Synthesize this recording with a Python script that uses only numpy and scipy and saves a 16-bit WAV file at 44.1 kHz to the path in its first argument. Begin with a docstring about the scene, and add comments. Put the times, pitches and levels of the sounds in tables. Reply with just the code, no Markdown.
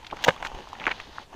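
"""A hiker's trekking pole strikes a stony desert trail, heard from a body-worn camera.
The hard tip scrapes into grit, then the loaded pole jolts and rings with a hollow thud.
Boots thump, knock and grind loose stones, crunch fine gravel and kick up sand.
Clothing rustles with the stride, and a light wind bumps the microphone."""
import sys
import numpy as np
from scipy import signal
from scipy.fft import rfft, irfft, next_fast_len
from scipy.io import wavfile

SR = 44100
rng = np.random.default_rng(int(sys.argv[2]) if len(sys.argv) > 2 else 0)


def master_out(mix):
    """Clip the mix to full scale and print it as 16-bit PCM to the path in sys.argv[1]."""
    frames = np.transpose(np.atleast_2d(mix))
    ceiling = np.clip(frames, -1, 1)
    pcm = np.round(ceiling * 32767).astype(np.int16)
    wavfile.write(sys.argv[1], SR, pcm)


N = 59535


def amp(db):
    """Turn decibels into a gain."""
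    return 10 ** (np.asarray(db) / 20)


def unit(x):
    """Scale to an energy of 1."""
    return x / np.sqrt(np.sum(x ** 2) + 1e-18)


def add(out, at, x):
    """Mix x into out, starting at a time in seconds."""
    i = max(int(at * SR), 0)
    out[i:i + len(x)] += x[:max(N - i, 0)]


def curve(rows):
    """Join (t/s, level/dB) points into a gain over time."""
    return amp(np.interp(np.arange(N) / SR, *np.array(rows).T))


def fade(t, fade_s):
    """Die away by 60 dB in fade_s seconds."""
    return np.exp(-np.log(1000) * t / fade_s)


def colour(x, points):
    """Shape the tone of x with (f/Hz, level/dB) points; the result has an energy of 1."""
    size = 2 * next_fast_len(len(x))
    hz, db = np.array(points).T
    bin_hz = np.arange(size // 2 + 1) * SR / size
    log_gain = np.log(amp(np.interp(np.log(bin_hz + 1), np.log(hz), db)))
    # build the filter so that it never sounds before its input
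    cepstrum = irfft(log_gain)
    cepstrum[1:size // 2] *= 2
    cepstrum[size // 2 + 1:] = 0
    response = np.exp(rfft(cepstrum))
    return unit(irfft(rfft(x, size) * response)[:len(x)])


def swells(rows, points):
    """Noise with the given tone that rises and falls in bell shapes."""
    t = np.arange(N) / SR
    gain = sum(amp(db) * np.exp(-np.square((t - at) / half)) for at, db, half in rows)
    return gain * colour(rng.standard_normal(N), points) * np.sqrt(N)


def grains(count, per_s, spread_db=3.5):
    """Tiny random clicks, a few much stronger than the rest."""
    hit = rng.random(count) < per_s / SR
    strength = amp(spread_db * np.minimum(rng.exponential(size=count), 5))
    return hit * strength * rng.choice([-1, 1], count)


def grind(t, length):
    """A short run of clicks as two rough faces slip."""
    friction = grains(len(t), per_s=2700) + 0.15 * rng.standard_normal(len(t))
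    return unit(friction * np.exp(-(t / length) ** 4))


# weight on the gravel: t/s, level/dB
CRUNCH = [(0, -48.5), (.09, -55.5), (.16, -45.5), (.19, -42.5), (.23, -44), (.27, -32.5), (.32, -40.5),
          (.39, -47), (.45, -35.5), (.49, -43.5), (.59, -43), (.66, -53), (.77, -46.5), (.81, -43.5),
          (.89, -35), (.94, -46.5), (1.06, -54), (1.2, -47), (1.27, -64.5), (1.35, -45.5)]
# tone of the gravel: f/Hz, level/dB
GRAVEL_TONE = [(60, -8), (150, -5), (280, -4), (550, -4), (900, 6), (1300, -8.5), (1700, -8.5),
               (2300, -12.5), (3000, -6.5), (4200, -33), (6500, -19), (8000, -40), (12000, -43),
               (15000, -48)]


def gravel():
    """Small grains crunch as weight rolls over the ground."""
    return colour(grains(N, per_s=1700), GRAVEL_TONE) * np.sqrt(N) * curve(CRUNCH)


# rustle of clothing and pack: t/s, level/dB
RUSTLE = [(0, -59.5), (.15, -56), (.22, -47.5), (.33, -56), (.52, -56.5), (.6, -50.5), (.72, -54),
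          (.85, -52.5), (.98, -46), (1.1, -53), (1.17, -48.5), (1.23, -51), (1.28, -68), (1.35, -60.5)]
# tone of the fabric: f/Hz, level/dB
FABRIC_TONE = [(200, -1), (900, 0), (1600, 4), (2400, 0.5), (3400, 4.5), (4600, 0), (5500, -7.5),
               (6600, -10), (8000, -41), (11000, -44), (15000, -28)]


def rustle():
    """Fabric rubs with the stride, so many tiny clicks that they blur."""
    return colour(grains(N, per_s=20000), FABRIC_TONE) * np.sqrt(N) * curve(RUSTLE)


# tone of the open air: f/Hz, level/dB
AIR_TONE = [(20, -1.5), (50, 1.5), (100, -8), (300, -14), (900, -17), (2000, -26.5), (6000, -29.5),
            (9000, -36), (15000, -44)]
# puffs of wind: t/s, level/dB, half length/s
PUFFS = [(.16, -48.5, 0.036), (.29, -51, 0.031), (.41, -52, 0.16), (.55, -41.5, 0.038), (.71, -52.5, .04),
         (.96, -49.5, 0.11)]
# tone of a puff: f/Hz, level/dB
PUFF_TONE = [(10, -9.5), (28, -2), (45, -10), (80, -13.5), (200, -32), (600, -68), (3000, -84)]


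def wind(air_db=-53.5):
    """Faint open air, and low puffs that bump the microphone."""
    air = amp(air_db) * colour(rng.standard_normal(N), AIR_TONE) * np.sqrt(N)
    return air + swells(PUFFS, PUFF_TONE)


# stones under boots and poles: t/s, level/dB, f/Hz, grind length/s, grind above knock/dB
STONES = [(0.046, -40.5, 2400, 0.0049, 18), (0.0668, -38.5, 3240, 0.0059, 9),
          (0.101, -42.5, 2000, 0.0054, 4), (0.11, -39.5, 2760, 0.007, 23), (0.1236, -31.5, 850, 0.0022, -6),
          (0.1272, -30.5, 885, 0.012, -5.5), (0.1697, -33, 1300, 0.0013, 4), (0.19, -42, 1540, .004, 1),
          (0.2672, -24.5, 720, 0.0028, 1), (0.2701, -25.5, 790, 0.0062, 6), (0.339, -44, 2400, 0.0017, -2),
          (0.364, -34.5, 950, 0.0017, 2), (0.377, -45, 2180, 0.0044, 2), (0.425, -25.5, 790, 0.0018, -10),
          (0.426, -30, 1570, 0.0041, 5), (0.449, -29, 1670, 0.006, 18), (0.463, -32.5, 1400, 0.0049, -6),
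          (0.469, -31.5, 2820, 0.0034, 2), (0.516, -33, 930, 0.0026, 3), (0.5472, -34, 777, 0.0013, -2.5),
          (0.672, -36, 940, 0.0019, -11), (0.73, -30, 947, 0.0032, -7), (0.751, -43.5, 1650, 0.0062, 10),
          (0.799, -32, 2030, 0.0021, 5), (0.808, -38, 2100, 0.0022, 5), (0.815, -33, 1470, 0.0033, 6),
          (0.823, -43, 2000, .002, -3), (0.83, -43, 2400, 0.0066, 4), (0.8404, -28.5, 2390, 0.0024, -5),
          (0.8553, -29.5, 2200, 0.0025, 4), (0.867, -15, 1930, 0.0023, -9), (0.8692, -22, 1330, 0.0051, 11),
          (0.8768, -20.5, 1890, 0.0039, 29), (0.8809, -21, 820, 0.0015, -1),
          (0.8908, -28, 1820, 0.0032, 13), (0.903, -33.5, 1750, 0.014, 5), (0.9093, -28.5, 1800, 0.0027, 0),
          (0.9125, -25, 2160, 0.01, 2.5), (0.9996, -32.5, 1980, 0.0043, 14),
          (1.1831, -26, 1230, .002, -4.5), (1.3288, -44, 910, 0.0045, 7), (1.339, -47, 1400, 0.0026, 15),
          (1.346, -38.5, 383, 0.005, -3)]
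# tone of a grinding stone: multiple of its pitch, level/dB
STONE_TONE = [(.03, -27), (.15, -16.5), (.45, -3.5), (.8, 1), (1.1, 3), (1.55, -5.5), (2.1, -16),
              (3.2, -36.5), (5, -53), (16, -58)]


def stones(knock_half_cycles=0.91, grit_db=-6, grit_fade_s=0.046):
    """Each stone gives a dead knock of a cycle or two and grinds briefly with a trickle of grit."""
    out, t = np.zeros(N), np.arange(SR // 10) / SR
    for at, db, hz, length, grind_db in STONES:
        grit = unit(rng.standard_normal(len(t)) * fade(t, grit_fade_s))
        tone = [(hz * multiple, gain_db) for multiple, gain_db in STONE_TONE]
        slip = colour(grind(t, length) + amp(grit_db) * grit, tone)
        cycles = t * hz - 1.8 * knock_half_cycles  # counted from the middle of the knock
        knock = unit(np.sin(2 * np.pi * cycles) * np.exp(-np.square(cycles / knock_half_cycles)))
        stone = unit(knock + amp(grind_db) * slip)
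        add(out, at, stone * amp(db) * np.sqrt(length * SR))  # a longer grind has more energy
    return out


# sprays of sand: t/s, level/dB, half length/s
SPRAYS = [(.07, -49, .004), (.228, -42, 0.0057), (.265, -46.5, 0.026), (.289, -36, 0.008),
          (.315, -49, 0.038), (.458, -41.5, .016)]
# tone of sand and single grains: f/Hz, level/dB
SAND_TONE = [(500, -15), (2000, 4), (3200, 10), (4800, 1), (6500, 0), (8000, -7.5), (11500, -20.5),
             (14500, -16), (16000, -8.5)]


def sand():
    """Fine sand is kicked up in short hisses."""
    return swells(SPRAYS, SAND_TONE)


# thumps of boots and pack: t/s, level/dB, half length/s
THUMPS = [(.132, -36, 0.011), (.28, -36.5, 0.021), (.55, -43.5, 0.0049), (.595, -45.5, 0.031),
          (.81, -43.5, 0.018), (.872, -34, 0.0041), (1.085, -47.5, 0.022)]
# tone of a thump: f/Hz, level/dB
THUMP_TONE = [(30, -9), (70, -4.5), (140, -5), (350, -2.5), (550, 0), (900, -26.5), (3000, -51),
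              (10000, -73)]


def thumps():
    """Boots and pack thump with short, dull swells of noise."""
    return swells(THUMPS, THUMP_TONE)


# sharp ticks of grit: t/s, level/dB
TICKS = [(0.1680, -41), (0.3624, -40), (0.426, -36.5), (0.4501, -36), (0.4715, -34.5), (0.549, -43.5),
         (0.688, -43), (0.7313, -40.5), (0.8673, -34.5), (0.893, -46), (1.002, -39)]


def ticks(fade_s=0.014):
    """Single grains snap out from under the sole."""
    out, t = np.zeros(N), np.arange(SR // 20) / SR
    for at, db in TICKS:
        snap = colour(rng.standard_normal(len(t)) * fade(t, fade_s), SAND_TONE)
        add(out, at, snap * amp(db) * np.sqrt(SR / 1000))  # the energy of 1 ms at this level
    return out


# the pole tip biting into grit: t/s, level/dB, length/s
SCRAPES = [(0.2401, -19, 0.002), (0.2430, -22, 0.0066), (0.2470, -20, 0.0027)]
# tone of the tip: f/Hz, level/dB
TIP_TONE = [(150, -28), (800, -5.5), (1250, -15.5), (1700, -1.5), (2300, -10), (2950, 0), (3500, -7),
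            (5000, -15.5), (6300, -11.5), (7700, -24.5), (11500, -35.5), (13800, -23.5), (16000, -29)]


def pole_tip(bite_db=-7, tail_db=-2, tail_fade_s=0.02):
    """The hard tip bites with a click and skids over grit with a bright rasp."""
    out, t = np.zeros(N), np.arange(SR // 10) / SR
    bite = amp(bite_db) * (t == 0)
    for at, db, length in SCRAPES:
        skid = grind(t, length)
        tail = amp(tail_db) * unit(rng.standard_normal(len(t)) * fade(t, tail_fade_s))
        rasp = colour(bite + skid + tail, TIP_TONE)
        add(out, at, rasp * amp(db) * np.sqrt(length * SR))
    return out


# jolts of the planted pole: t/s, level/dB, contact time/s
JOLTS = [(0.279, -14.5, 0.00013), (0.2829, -2, 0.00062), (0.287, -5.5, 0.00038), (0.2893, -6.5, 0.00045),
         (0.2911, -9, 0.00034), (0.3064, -19.5, 0.00034)]
# notes that pole and grip ring with: f/Hz, level/dB, fade time/s
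POLE_NOTES = [(170, -18, 0.057), (448, -15.5, 0.023), (548, -0.5, 0.038), (835, -10.5, 0.052),
              (902, -6, 0.054), (990, -9.5, 0.006), (1230, -4.5, 0.017), (1558, 3.5, 0.018),
              (1760, -10.5, 0.021), (1890, -32, 0.006), (2880, -0.5, .018), (3580, 1, 0.011)]
# tone of the crack in each jolt: f/Hz, level/dB
CRACK_TONE = [(50, -15), (170, -4.5), (300, -20.5), (500, 0), (1200, -6.5), (1800, -1.5), (3000, -5.5),
              (4500, -15), (6500, -9.5), (9000, -13), (15000, -16)]


def pole_thud(crack_db=-5, crack_fade_s=0.017):
    """The loaded pole chatters; each jolt makes it ring, duller when the contact lasts longer."""
    out, t = np.zeros(N), np.arange(SR // 5) / SR
    notes = [amp(db) * np.cos(2 * np.pi * hz * t) * fade(t, fade_s) for hz, db, fade_s in POLE_NOTES]
    ring = unit(sum(notes))
    for at, db, contact in JOLTS:
        crack = colour(rng.standard_normal(len(t)) * fade(t, crack_fade_s), CRACK_TONE)
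        push = np.square(t) * fade(t, contact)
        blow = signal.fftconvolve(ring + amp(crack_db) * crack, push)[:len(t)]
        add(out, at, unit(blow) * amp(db) * np.sqrt(SR / 1000))  # the energy of 1 ms at this level
    return out


def scene():
    """Everything is close and free of echo in the open desert."""
    mix = gravel() + rustle() + wind() + stones() + sand() + thumps() + ticks() + pole_tip() + pole_thud()
    return mix[None]


def record(dry):
    """The camera cuts the top of the treble."""
    top_hz = 15100
    return signal.sosfilt(signal.ellip(8, .2, 70, top_hz, fs=SR, output="sos"), dry)


dry = scene()
out = record(dry)
master_out(out)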